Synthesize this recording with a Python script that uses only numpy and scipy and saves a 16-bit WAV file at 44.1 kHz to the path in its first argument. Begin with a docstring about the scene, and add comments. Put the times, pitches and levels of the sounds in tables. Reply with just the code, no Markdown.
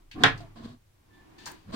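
"""A loose steel bar, worked by hand under a parked car, close to the microphone.
It judders in its mount by stick and slip, knocks once hard with two softer blows just behind,
and rings the underbody; then it rubs back, the joint squeaks faintly and the linkage clacks.
Bumps and rustle of the hand and the faint rumble of the garage lie beneath. Stereo."""
import sys
import numpy as np
from scipy import signal
from scipy.fft import rfft, irfft
from scipy.io import wavfile

SR = 44100
rng = np.random.default_rng(int(sys.argv[2]) if len(sys.argv) > 2 else 0)


def master_out(mix):
    """Clip the mix to full scale and print it as 16-bit PCM to the path in sys.argv[1]."""
    frames = np.transpose(np.atleast_2d(mix))
    ceiling = np.clip(frames, -1, 1)
    pcm = np.round(ceiling * 32767).astype(np.int16)
    wavfile.write(sys.argv[1], SR, pcm)


N = 77175
TIME = np.arange(N) / SR
FREQS = np.maximum(np.fft.rfftfreq(2 * N, 1 / SR), 1)
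ALIKE_BELOW_HZ, MODE_SPREAD_RAD = 210, 1.47  # left and right: alike in the bass, upper modes out of step

# blows of the bar: t/s, level/dB
BLOWS = [(0.2363, 2.5), (0.2524, -8), (0.2592, -8.5)]
# ring time of the underbody panels: f/Hz, T60/s
PANEL_T60 = [(120, 0.5), (300, 0.23), (700, .22), (1500, 0.21), (3900, 0.19), (10000, 0.135)]
# balance of the panels at the microphone: f/Hz, left over right/dB
PANEL_PAN = [(250, -2), (1300, -6), (2400, 3), (4400, 8), (8000, -1.5), (15000, -4)]
# spectrum of grit in mount and joint: f/Hz, relative level/dB
GRIT = [(800, -18.5), (2400, -3), (3400, 3), (4400, 2.5), (5500, -7.5), (8400, -10), (10500, -22.5),
        (15000, -23.5)]


def undb(db):
    """Decibels to gain."""
    return 10 ** (np.asarray(db) / 20)


def over_hz(points, hz=FREQS):
    """Read (Hz, value) points on a log-frequency axis."""
    f, v = np.array(points).T
    return np.interp(np.log(hz), np.log(f), v)


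def unit(x):
    """Scale to rms 1."""
    return x / np.sqrt(np.mean(x ** 2) + 1e-18)


def shape(x, gain):
    """Filter by a gain per frequency."""
    return irfft(rfft(x, 2 * N) * gain)[..., :N]


def hump(hz, octaves):
    """Gain curve of one resonance."""
    return 1 / (1 + (np.log2(FREQS / hz) / octaves) ** 2 / 2) ** 2


def pan(db):
    """Left and right gains for a level difference."""
    return undb(np.array([[1], [-1]]) * db / 2)


def noise(gain):
    """Stereo noise of rms 1, alike on both sides in the bass and unrelated in the treble."""
    mid, side = rng.standard_normal((2, N))
    side = shape(side, FREQS ** 2 / np.hypot(FREQS ** 2, ALIKE_BELOW_HZ ** 2))
    return unit(shape(np.array([mid + side, mid - side]), gain))


def walk(rate_hz):
    """Smooth random drift of rms 1."""
    return unit(shape(rng.standard_normal(N), np.exp(-(FREQS / rate_hz) ** 2)))


def swell(start, peak, end):
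    """Rounded rise and fall."""
    return np.sin(np.pi / 2 * np.interp(TIME, [start, peak, end], [0, 1, 0])) ** 2


def strike(start, attack, decay):
    """Quick rise and exponential fall, with time constants in seconds."""
    age = np.maximum(TIME - start, 0)
    return (1 - np.exp(-age / attack)) * np.exp(-age / decay)


def garage(room_db=-63.5, rumble_hz=27.5, waver=0.1):
    """Faint room tone around the car, over a very deep, wavering rumble."""
    # room tone: f/Hz, relative level/dB
    room_spectrum = [(55, -10), (100, -3.5), (200, -22), (450, -27), (15000, -42)]
    # course of the rumble: t/s, level/dB
    rumble_level = [(0.15, -57.5), (0.33, -48.5), (0.9, -70), (1.5, -74.5), (1.7, -57.5)]
    phase = 2 * np.pi * np.cumsum(rumble_hz * (1 + waver * walk(12))) / SR
    rumble = undb(np.interp(TIME, *np.array(rumble_level).T)) * unit(np.sin(phase))
    return rumble + undb(room_db) * noise(undb(over_hz(room_spectrum)))


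def handling():
    """The hand bumps dully; sleeve and hand slide with a soft rustle."""
    # bumps of the hand: start t/s, peak t/s, end t/s, level/dB
    bump_events = [(0.13, 0.201, 0.32, -38.5), (0.302, 0.328, 0.344, -38.5), (0.56, 0.641, 0.82, -49.5),
                   (1.466, 1.497, 1.54, -57.5), (1.648, 1.695, 2.4, -46.5)]
    # spectrum of a bump: f/Hz, relative level/dB
    bump_spectrum = [(30, -9), (55, -10), (105, 1.5), (160, -2), (260, -16.5), (800, -56.5)]
    # course of the sliding: t/s, level/dB
    slide_level = [(0, -64), (0.10, -74.5), (0.40, -49), (0.85, -87.5), (1.04, -67.5), (1.18, -58.5),
                   (1.36, -56.5), (1.52, -49.5), (1.62, -61)]
    # spectrum of the sliding: f/Hz, relative level/dB
    slide_spectrum = [(90, -2), (240, -1), (335, 4.5), (500, -13), (1050, -6.5), (1350, -15.5),
                      (1750, -14.5), (3000, -20), (15000, -42)]
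    bumps = sum(undb(db) * swell(start, peak, end) for start, peak, end, db in bump_events)
    slide = undb(np.interp(TIME, *np.array(slide_level).T))
    return bumps * noise(undb(over_hz(bump_spectrum))) + slide * noise(undb(over_hz(slide_spectrum)))


def squeaks(rough_db=2, hiss_db=-10.5, edge_power=4.6):
    """Thin, rough tones; an octave and a gritty hiss come in as the joint is pressed hardest."""
    # squeaks: start t/s, peak t/s, end t/s, f/Hz, level/dB, pitch waver/share, octave re tone/dB
    presses = [(0.404, 0.405, 0.5, 691, -50, 0.036, -13), (1.089, 1.143, 1.34, 1761, -64.5, 0.0093, -11),
               (1.371, 1.402, 1.56, 1790, -60, 0.0089, -3.5)]
    out = 0
    for start, peak, end, hz, db, waver, octave_db in presses:
        press = swell(start, peak, end)
        phase = 2 * np.pi * np.cumsum(hz * (1 + waver * walk(133))) / SR
        edge = undb(octave_db) * np.sin(2 * phase) + undb(hiss_db) * noise(undb(over_hz(GRIT)))
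        level = np.sqrt(2) * undb(db + rough_db * walk(44))
        out = out + level * (press * np.sin(phase) + press ** edge_power * edge)
    return out


def clacks(rough_db=1.0, attack_s=.001):
    """Light, gritty contacts ring the linkage and die away under the car."""
    # contacts: t/s, level/dB, decay/s, centre f/Hz, width/octaves, left over right/dB
    contacts = [(0.1126, -44.5, 0.03, 2690, 0.65, 3.5), (0.375, -53, 0.021, 4170, 0.63, 5.5),
                (1.382, -55, 0.15, 3043, 0.76, 6.5), (1.4567, -39, 0.024, 5100, 0.6, 3),
                (1.463, -36, 0.034, 1040, 1.65, 1), (1.515, -45, 0.0037, 9700, 0.54, -11)]
    # resonances of the linkage: f/Hz, lift/dB
    linkage = [(930, 13.5), (1650, 10), (4520, 5.5), (6600, 4), (8400, 6), (15000, 10)]
    body = 1 + sum((undb(db) - 1) * hump(hz, octaves=.08) for hz, db in linkage)
    out = 0
    for start, db, decay, hz, octaves, pan_db in contacts:
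        envelope = undb(db + rough_db * walk(230)) * strike(start, attack_s, decay)
        out = out + pan(pan_db) * envelope * noise(body * hump(hz, octaves))
    return out


def judder(hz, jitter, count=600, scatter_db=5):
    """Uneven stick-slip pulses through the resonance of the mount."""
    timing, force = rng.standard_normal((count, 2)).T
    slip_samples = np.cumsum(np.exp(jitter * timing)) * SR / hz
    pulses = np.bincount(slip_samples.astype(int), undb(scatter_db * force), N)[:N]
    return unit(shape(pulses, hump(hz, octaves=0.38)))


def rubs(upper_ratio=2.75, upper_db=-7.5):
    """The bar judders, scrapes and grinds on grit; the mount's upper resonance follows the judder rate."""
    # strokes: start t/s, peak t/s, end t/s, judder f/Hz, jitter/share, judder/dB, scrape/dB, grit/dB
    strokes = [(0.136, 0.18, 0.21, 269.1, 0.2, -35.5, -45, -72),
               (0.177, 0.229, 0.245, 263.7, .16, -30, -36, -52),
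               (0.551, 0.566, 0.72, 248.3, 0.082, -45.5, -50.5, -60),
               (0.618, 0.658, 0.67, 232.8, 0.018, -38, -54.5, -58),
               (0.63, 0.688, 0.795, 242.5, 0.064, -47, -54, -61.5),
               (1.658, 1.721, 1.713, 191.4, .15, -47, -47.5, -62),
               (1.71, 1.755, 1.8, 230.9, 0.07, -34.5, -35.5, -42)]
    # scraped resonances of the body: f/Hz, relative level/dB
    scrape_spectrum = [(70, -2.5), (360, 1), (540, -7), (880, -13.5), (1080, -0.5), (1280, -12.5),
                       (1620, -10.5), (2100, -17.5), (5000, -37), (12000, -58)]
    sides = pan(over_hz(PANEL_PAN))
    body = noise(undb(over_hz(scrape_spectrum)) * sides)
    grit = noise(undb(over_hz(GRIT)) * sides)
    out = 0
    for start, peak, end, hz, jitter, judder_db, scrape_db, grit_db in strokes:
        scrape = body + undb(upper_db) * noise(hump(upper_ratio * hz, octaves=.08) * sides)
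        rub = undb(judder_db) * judder(hz, jitter) + undb(scrape_db) * scrape + undb(grit_db) * grit
        out = out + swell(start, peak, end) * rub
    return out


def boom(hz=105.3, db=-31, t60_s=0.76):
    """The floor pan holds a low note after the first blow."""
    start = BLOWS[0][0]
    envelope = strike(start, 1 / hz, t60_s / np.log(1000))
    return undb(db) * envelope * np.sin(2 * np.pi * hz * (TIME - start))


def panel_ring(gain_db=-16, build_s=.0015):
    """Every blow feeds the dense ring of the panels around the microphone; the treble dies first."""
    # ring of the panels: f/Hz, relative level/dB
    spectrum = [(55, -22), (150, 4.5), (215, -14), (330, -2.5), (560, -6.5), (1000, -4.5), (1700, 1),
                (2700, -4.5), (3600, -10.5), (4600, -15), (6500, -24), (9500, -33), (15000, -57.5)]
    panels = undb(gain_db) * noise(undb(over_hz(spectrum)) * pan(over_hz(PANEL_PAN)))
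    out = 0
    for centre, t60 in PANEL_T60:
        band = over_hz([(hz, float(hz == centre)) for hz, _ in PANEL_T60])
        energy = sum((undb(db) * strike(start, build_s, t60 / np.log(1000))) ** 2 for start, db in BLOWS)
        out = out + np.sqrt(energy) * shape(panels, band)
    return out


def underbody_ring(start, gain_db=-15, build_s=0.0011, t60_share=0.91):
    """Single modes of the struck underbody ring out a little sooner than the panels."""
    # modes of the underbody: f/Hz, relative level/dB
    modes = [(272, -8.5), (375, -17.5), (450, -8), (721, -8.5), (812, -9), (1064, -7), (1346, -6),
             (1418, -7.5), (1547, -5.5), (1704, 1.5), (1831, -4.5), (1874, -6.5), (2283, -12.5),
             (3281, -8.5), (3424, -9.5), (3702, -8)]
    out = 0
    for (hz, db), (turn, side) in zip(modes, rng.uniform(-1, 1, (len(modes), 2))):
        right_shift = MODE_SPREAD_RAD * np.sign(side) * hz / (hz + ALIKE_BELOW_HZ)
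        phase = 2 * np.pi * hz * (TIME - start) + np.pi * turn + np.array([[0], [right_shift]])
        envelope = strike(start, build_s, t60_share * over_hz(PANEL_T60, hz) / np.log(1000))
        out = out + undb(gain_db + db) * pan(over_hz(PANEL_PAN, hz)) * envelope * np.sin(phase)
    return out


def crack(start, hz=4600, db=-12.5, decay_s=0.0025):
    """A hard contact of the steel gives a short, bright burst of noise."""
    return undb(db) * strike(start, 1 / hz, decay_s) * noise(hump(hz, octaves=0.59))


def clang(gain_db=-9.5, decay_s=0.0021, pan_db=1.5):
    """Every blow sets off the bar's loud, quickly damped modes; softer blows reach the high ones less."""
    # modes of the bar: f/Hz, relative level/dB
    modes = [(1560, 4.5), (3420, -1), (3680, -6), (4850, -12.5), (7200, -16)]
    dulling = 0.5  # dB lost per octave for each dB that a blow is softer
    out = 0
    for start, blow_db in BLOWS:
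        for hz, db in modes:
            tilt_db = dulling * blow_db * np.log2(hz / modes[0][0])
            phase = 2 * np.pi * hz * (TIME - start) + np.array([[1], [-1]]) * MODE_SPREAD_RAD / 2
            out = out + undb(blow_db + db + tilt_db) * strike(start, .5 / hz, decay_s) * np.sin(phase)
    return undb(gain_db) * pan(pan_db) * out


def scene():
    """Everything that reaches the microphone under the car, close to the bar."""
    hardest_s, _ = max(BLOWS, key=lambda blow: blow[1])
    knock = clang() + crack(hardest_s) + panel_ring() + underbody_ring(hardest_s) + boom()
    return knock + clacks() + rubs() + squeaks() + handling() + garage()


def record(dry):
    """The recorder rounds the loudest peaks and cuts the top."""
    drive, top_hz = .5, 15850
    lowpass = signal.ellip(10, .2, 80, top_hz, fs=SR, output="sos")
    return signal.sosfilt(lowpass, np.tanh(drive * dry) / drive)


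dry = scene()
out = record(dry)
master_out(out)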